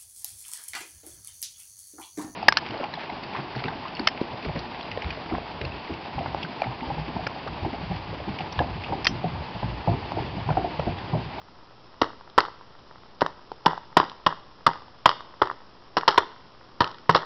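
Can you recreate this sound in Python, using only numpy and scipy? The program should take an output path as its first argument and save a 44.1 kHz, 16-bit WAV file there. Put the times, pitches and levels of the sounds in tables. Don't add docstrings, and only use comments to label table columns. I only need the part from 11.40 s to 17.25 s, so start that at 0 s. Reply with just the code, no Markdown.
import sys
import numpy as np
from scipy import signal
from scipy.fft import rfft, irfft
from scipy.io import wavfile

SR = 44100
rng = np.random.default_rng(int(sys.argv[2]) if len(sys.argv) > 2 else 0)


def magnitude_from_level(level_db):
    exponent = np.asarray(level_db, float) / 20
    return 10 ** exponent


def dump_mix(stems):
    frames = np.atleast_2d(stems).T
    limited = np.clip(frames, -1, 1)
    pcm = np.round(limited * 32767).astype(np.int16)
    wavfile.write(sys.argv[1], SR, pcm)


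N = 257984

BURST_TIMES = [.6148, .9791, 1.8170, 2.2595, 2.5683, 2.8638, 3.2644, 3.6571, 4.0168, 4.5685, 4.6777, 4.7767,
               5.4045, 5.6932, 5.7472]
# (peak level [dB], drumming length [ms], snap level [dB], rattle level [dB], crinkle level [dB])
BURSTS = [(-4, 3.4, -11, -29.5, -32), (0.5, 7.1, -17.5, -30.5, -29.5), (-10.5, 5.6, -31, -24.5, -44),
          (-3, 2.5, -8, -23.5, -35), (4.5, 4.1, -13, -27, -29.5), (-5, 4.7, -5.5, -24, -46),
          (-2, 5, -10, -28, -34), (5.5, 1.56, -6.5, -34.5, -41.5), (-2, 3.5, -19, -26.5, -32),
          (-8, 11, -9.5, -23, -44), (-2, 10, -4, -24.5, -45), (1, 5.8, -10, -34, -56),
          (-3.5, 6.2, -11.5, -21.5, -31), (0, 6.1, -24, -31, -27.5), (-4, 4.1, -11.5, -24.5, -19)]
# (frequency [Hz], width [Hz], level [dB])
DOME = [(444, 413, -8), (690, 163, -3.5), (879.5, 221, 2), (1030, 239, 2.5), (1300, 158, -2),
        (1900, 207, -8.5)]
# (frequency [Hz], width [Hz], level [dB])
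CRINKLE = [(2960, 340, 4), (3676, 1070, 1.5), (5200, 2930, -3)]
TICK_THUMP_DB, TICK_THUMP_HZ = -13.5, 420


def rms_one(x):
    return x / np.sqrt(np.mean(x ** 2) + 1e-20)


def band(x, low_hz, high_hz):
    return signal.sosfilt(signal.butter(2, [low_hz, high_hz], "band", fs=SR, output="sos"), x)


def resonate(x, modes):
    out = 0
    for k, (hz, width_hz, db) in enumerate(modes):
        r = np.exp(-np.pi * width_hz / SR)
        poles = [1, -2 * r * np.cos(2 * np.pi * hz / SR), r * r]
        out = out + (-1) ** k * magnitude_from_level(db) * signal.lfilter([1 - r, 0, r - 1], poles, x)
    return out


def grains(per_s, spread_db):
    sizes = magnitude_from_level(spread_db * np.minimum(rng.exponential(1, N), 4))
    signed = sizes * rng.choice([-1, 1], N)
    return rms_one(signed * (rng.random(N) < per_s / SR))


def lay(times, pieces):
    out = np.zeros(N + pieces.shape[1])
    for s, piece in zip(times, pieces):
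        i = round(s * SR)
        out[i:i + len(piece)] += piece
    return out[:N]


def cut(x, times, envelopes):
    at = np.round(times * SR).astype(int)[:, None] + np.arange(envelopes.shape[1])
    pieces = x[at % N] * envelopes
    even = np.sqrt(np.sum(envelopes ** 2, axis=1) / np.sum(pieces ** 2, axis=1))
    return lay(times, pieces * even[:, None])


def swell(t, rise_s):
    return t / rise_s * np.exp(1 - t / rise_s)


def last_burst(s):
    k = np.maximum(np.searchsorted(BURST_TIMES, s) - 1, 0)
    return k, np.abs(s - np.array(BURST_TIMES)[k])


def bursts(drum_db=-11.0, drum_t60=0.036, rattle_t60=0.32, crinkle_t60=0.11):
    db, drum_ms, snap_db, rattle_db, crinkle_db = np.array(BURSTS).T[:, :, None]
    t = np.arange(SR // 2) / SR
    attack = np.minimum(t / 0.00031, 1)
    drumming = attack * magnitude_from_level(-60 * np.maximum(t - drum_ms / 1000, 0) / drum_t60)
    late = np.minimum(t / 0.0051, 1)
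    s, dense, sparse = np.array(BURST_TIMES), grains(5000, 2.97), grains(450, 0.81)

    snap_env = drumming * magnitude_from_level(db + drum_db + snap_db + 3.0 - 60 * t / 0.11)
    rattle_env = late * magnitude_from_level(db + rattle_db - 60 * t / rattle_t60)
    crinkle_env = late * magnitude_from_level(db + crinkle_db - 60 * t / crinkle_t60)

    drum = cut(resonate(dense, DOME), s, drumming * magnitude_from_level(db + drum_db))
    snap = cut(resonate(dense, CRINKLE), s, snap_env)
    rattle = cut(resonate(sparse, DOME), s, rattle_env)
    crinkle = cut(resonate(sparse + 0.44 * dense, CRINKLE), s, crinkle_env)
    return drum + snap + rattle + crinkle


def thuds(rise_s=0.0041, gain_db=-1.0):
    # (peak level [dB], pitch [Hz])
    pan_bottom = [(-29.5, 112), (-29.5, 200), (-27.5, 140), (-18, 160), (-19, 160), (-30.5, 180),
                  (-25.5, 160), (-26, 130), (-27.5, 125), (-40, 240), (-31.5, 177), (-28, 89), (-18.5, 106),
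                  (-14.5, 160), (-23, 149)]
    db, hz = np.array(pan_bottom).T[:, :, None]
    t = np.arange(SR // 10) / SR
    return lay(BURST_TIMES, magnitude_from_level(db + gain_db) * swell(t, rise_s) * np.sin(2 * np.pi * hz * t))


def knocks(contacts, rise_s=0.00085, thump_s=0.0012, overtone_db=-13.0):
    # (frequency [Hz], width [Hz], level [dB])
    dome_air = [(960, 430, -7), (1040, 390, -6)]
    snap_rise_s, loudest_snap_db = 0.0008, -13
    s, db, hz, thump_db, snap_db, thump_hz = np.array(contacts).T[:, :, None]
    rise_s = rise_s * magnitude_from_level(0.5 * np.clip(db + 9.5, 0, 12))
    t = np.arange(900) / SR
    chance = rng.normal(0, 1, (len(contacts), 2, 1))
    start = (s - rise_s)[:, 0] - 0.0004

    turn = 2 * np.pi * hz * (t - rise_s) + 0.34 * chance[:, 0]
    foil = swell(t, rise_s) * (np.cos(turn) + magnitude_from_level(overtone_db) * np.cos(1.63 * turn))
    struck = lay(start, magnitude_from_level(db - 0.5) * foil)

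    thump_turn = 2 * np.pi * thump_hz * (t - rise_s) + 0.27 * chance[:, 1]
    thump = swell(t, thump_s) * np.cos(thump_turn)
    pushed = lay(start, magnitude_from_level(db + thump_db - 2.0) * thump)

    crinkle = resonate(rng.standard_normal(N), CRINKLE)
    snap_level = magnitude_from_level(np.minimum(db + snap_db - 7.5, loudest_snap_db))
    snap = cut(crinkle, start, swell(t, snap_rise_s) * snap_level)
    return snap - struck - pushed - resonate(struck, dome_air)


def slams():
    # (time [s], level [dB], foil pitch [Hz], thump level [dB], thump pitch [Hz])
    blows = [(0.6177, -18.5, 1136, 9.5, 580), (0.6213, -17, 1060, 8.5, 345),
             (0.9801, -5.5, 1270, -4.5, 460), (0.9853, -1.5, 1036, -33.5, 393),
             (1.819, -7.5, 905, 0.5, 535), (1.8254, -17.5, 1100, 6.5, 323), (2.1184, -23, 857, -3.5, 420),
             (2.262, -15.5, 1240, 5.5, 344), (2.2662, -2, 963, -15.5, 317), (2.5729, -2.5, 912, 0.5, 411),
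             (2.6012, -4, 1040, -10, 352), (2.868, -1.5, 1077, -10.5, 340), (3.2677, -1, 1197, -7.5, 473),
             (3.2776, -9, 1040, -6.5, 200), (3.66, 2, 1063, -6.5, 603), (4.0218, -5, 1138, -3, 420),
             (4.5703, -7, 1040, -10.5, 620), (4.577, -12.5, 890, -3.5, 310),
             (4.683, -5.5, 1010, -11.5, 204), (4.7829, -3, 1010, -7.5, 454), (5.4076, -6, 1090, -5, 286),
             (5.6969, -1.5, 1014, -9.5, 390), (5.7504, -6.5, 1180, -25, 510),
             (5.7574, -8.5, 1104, 1.5, 510)]
    gain_db, fade_db_per_s, plain_snap_db = 7.5, 1500, -11.5
    s, db, hz, thump_db, thump_hz = np.array(blows).T
    k, since = last_burst(s)
    burst_db, _, bright_db = np.array(BURSTS)[k].T[:3]
    snap_db = burst_db + bright_db + gain_db - fade_db_per_s * since - db
    return np.transpose([s, db, hz, thump_db, np.maximum(snap_db, plain_snap_db), thump_hz])


def bounces():
    # (time [s], level [dB], foil pitch [Hz], snap level [dB])
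    rebounds = [(0.6328, -14.5, 1240, -22), (1.0053, -13, 1300, 1.5), (1.0521, -22, 1180, -8),
                (1.814, -22.5, 1320, 1.5), (1.8639, -12.5, 1080, -8), (2.2813, -16.5, 940, -16),
                (2.333, -18.5, 880, -29), (2.3784, -21, 940, -13.5), (2.6111, -18, 1080, -26),
                (2.632, -17, 940, -19), (2.8907, -20, 990, -28.5), (2.9267, -18.5, 1060, -20),
                (3.2906, -14, 980, -30), (3.6648, -29, 1080, 5), (3.679, -15, 1180, -15),
                (3.693, -7.5, 1140, -1), (3.7151, -17, 1220, -6), (4.0327, -15, 1240, -30),
                (4.0736, -20, 1060, -10), (4.1008, -15.5, 1160, -31), (4.5879, -22, 950, -3),
                (4.6342, -18, 1060, -21), (4.68, -9.5, 1220, 4), (4.7024, -19, 1070, -10),
                (4.7454, -20, 1070, -6.5), (5.4199, -9.5, 1060, -4), (5.4284, -18, 990, -22),
                (5.444, -20, 1210, 4.5), (5.7631, -11.5, 1035, 1), (5.7698, -13.5, 1210, -9),
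                (0.644, -20, 1080, -7.5), (0.992, -14.5, 980, -22), (1.0128, -23.5, 970, -21),
               (1.0338, -29, 980, -10), (1.0613, -30.5, 1330, -2.5), (2.2774, -29, 1087, -14),
               (2.3031, -30, 1010, -6), (2.313, -25, 1060, -11), (2.5843, -19, 1200, -19),
               (2.5933, -25, 1050, -18), (2.6154, -21, 1310, -8), (2.6418, -24.5, 1070, -4),
               (2.865, -23, 1130, 2.5), (2.9063, -22.5, 1030, -23), (3.298, -25, 1000, -13),
               (3.3132, -26, 960, -12), (3.7026, -23.5, 1020, -2), (4.019, -18.5, 1210, -25),
               (4.5833, -13, 1060, -5), (4.6896, -13, 1150, -3), (4.7084, -21.5, 925, 4),
               (4.7157, -21, 1370, -1), (4.727, -23, 1240, -3), (4.8063, -19, 1100, -23),
               (5.5146, -38, 1200, 7), (5.5457, -39, 1130, 4.5), (5.712, -17.5, 1150, -3),
               (5.776, -17, 1160, -22), (5.7907, -25, 1320, -14), (5.8225, -28, 1120, -2)]
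    heavy_db, fade_db_per_s, thump_hz = -4.5, 281, 441
    s, db, hz, snap_db = np.array(rebounds).T
    thump_db = heavy_db - fade_db_per_s * last_burst(s)[1]
    return np.transpose([s, db, hz, thump_db, snap_db, thump_hz + 0 * s])


def patter(count=10):
    start_s, gap_s, slowing = 0.008, 0.006, 1.12
    gain_db, fade_db_per_s, spread_db = 1, 111, 1
    foil_hz, spread_hz, snap_db = 1060, 140, -5
    db, _, _, rattle_db, _ = np.array(BURSTS).T[:, :, None]
    uneven = rng.uniform(0.55, 1.5, (len(db), count))
    size, pitch = rng.normal(0, 1, (2, len(db), count))
    since = start_s + np.cumsum(gap_s * slowing ** np.arange(count) * uneven, axis=1)
    times = np.array(BURST_TIMES)[:, None] + since
    levels = db + rattle_db + gain_db - fade_db_per_s * since + spread_db * size
    rows = zip(times.flat, levels.flat, (foil_hz + spread_hz * pitch).flat)
    return [(s, db, hz, TICK_THUMP_DB, snap_db, TICK_THUMP_HZ) for s, db, hz in rows if s < N / SR]


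def ticks():
    # (time [s], level [dB], foil pitch [Hz], snap level [dB])
    settling = [(0.0174, -38.5, 1120, -11), (0.1894, -40.5, 1000, -15), (0.7047, -29.5, 990, -30),
                (0.8112, -35, 990, -17), (0.9002, -42.5, 1100, -2), (1.04, -26, 920, -26),
                (1.0849, -25, 1010, -26), (1.212, -33, 1010, -24), (1.507, -55, 1000, -13),
                (1.8098, -20, 1170, -4.5), (1.9938, -38, 1020, -20), (2.2543, -25, 860, -27),
                (2.698, -44, 1320, 11.5), (2.7176, -32.5, 1090, -9), (3.3341, -31, 1520, -8),
                (3.3577, -29, 1010, -18), (3.4215, -33, 970, -17), (3.483, -36.5, 930, -15),
                (3.8075, -27.5, 1130, -11.5), (4.0023, -38, 1130, -15), (4.0558, -30, 1160, -9),
                (4.114, -20.5, 1050, -19), (4.6116, -26, 1400, -6), (4.7603, -23, 1130, -20),
                (4.834, -28, 1070, -24), (4.9186, -38, 1020, -15), (4.963, -37.5, 1260, -16),
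                (5.4765, -28.5, 1250, -4), (5.5848, -36.5, 1370, -7), (5.8328, -23, 1130, -23)]
    return [(s, db, hz, TICK_THUMP_DB, snap_db + 6.5, TICK_THUMP_HZ) for s, db, hz, snap_db in settling]


def kitchen(x):
    # (from [Hz], to [Hz], level [dB], t60 [s])
    echo_bands = [(60, 300, -16.5, 0.26), (241, 810, -18.5, 0.27), (736, 4900, -22.5, 0.97),
                  (2410, 17600, -5.5, 0.44)]
    t = np.arange(SR // 2) / SR
    tail = 0
    for low_hz, high_hz, db, t60 in echo_bands:
        noise = rms_one(band(rng.standard_normal(len(t)), low_hz, high_hz))
        decay = magnitude_from_level(db - 60 * t / t60) * np.sqrt(1 / (t60 * SR))
        tail = tail + noise * decay * np.minimum(t / 0.004, 1)
    return signal.fftconvolve(x, tail)[:N]


def background(hiss_db=-50, sizzle_db=-4.0, spit_db=-61.0):
    # (frequency [Hz], density [dB per Hz])
    hiss_colour = [(15, 8.5), (30, -10), (60, -2), (210, -2.5), (360, -1.5), (800, -5), (1000, -3),
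                   (1320, -5.5), (1520, -11), (2300, -17), (3100, -13.5), (4500, -16.5), (5100, -11.5),
                   (5700, -15)]
    # (frequency [Hz], rms level [dB])
    hum_partials = [(59, -68), (120, -67), (181, -72.5)]
    hz, t = np.fft.rfftfreq(N, 1 / SR) + 1, np.arange(N) / SR
    colour_hz, colour_db = np.array(hiss_colour).T
    colour = magnitude_from_level(np.interp(np.log(hz), np.log(colour_hz), colour_db))
    white = rng.standard_normal(N) + magnitude_from_level(sizzle_db) * grains(430, 0.81)
    hiss = magnitude_from_level(hiss_db) * rms_one(irfft(rfft(white) * colour, N))
    drops = magnitude_from_level(spit_db) * rms_one(resonate(grains(43, 4.5), DOME))
    hum = sum(np.sqrt(2) * magnitude_from_level(db) * np.sin(2 * np.pi * hz * t) for hz, db in hum_partials)
    return hiss + drops + hum


def scene():
    pan = bursts() + thuds()
    pan += knocks(np.vstack([slams(), bounces()]))
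    pan += knocks(patter())
    pan += magnitude_from_level(-0.5) * knocks(ticks())
    pan = signal.sosfilt(signal.butter(2, 45, "high", fs=SR, output="sos"), pan)
    return (pan + kitchen(pan) + background())[None]


def roll_off(x):
    return signal.sosfilt(signal.butter(12, 16820, fs=SR, output="sos"), x)


def record(dry, knee=1.0):
    overload, offset = 0.715, -0.0021
    rounded = knee * np.tanh(dry / knee)
    dull = signal.sosfilt(signal.cheby2(14, 62, 6350, fs=SR, output="sos"), rounded)
    clipped = np.clip(dull + offset, -overload, overload)
    return roll_off(clipped)


dry = scene()
out = record(dry)
dump_mix(out)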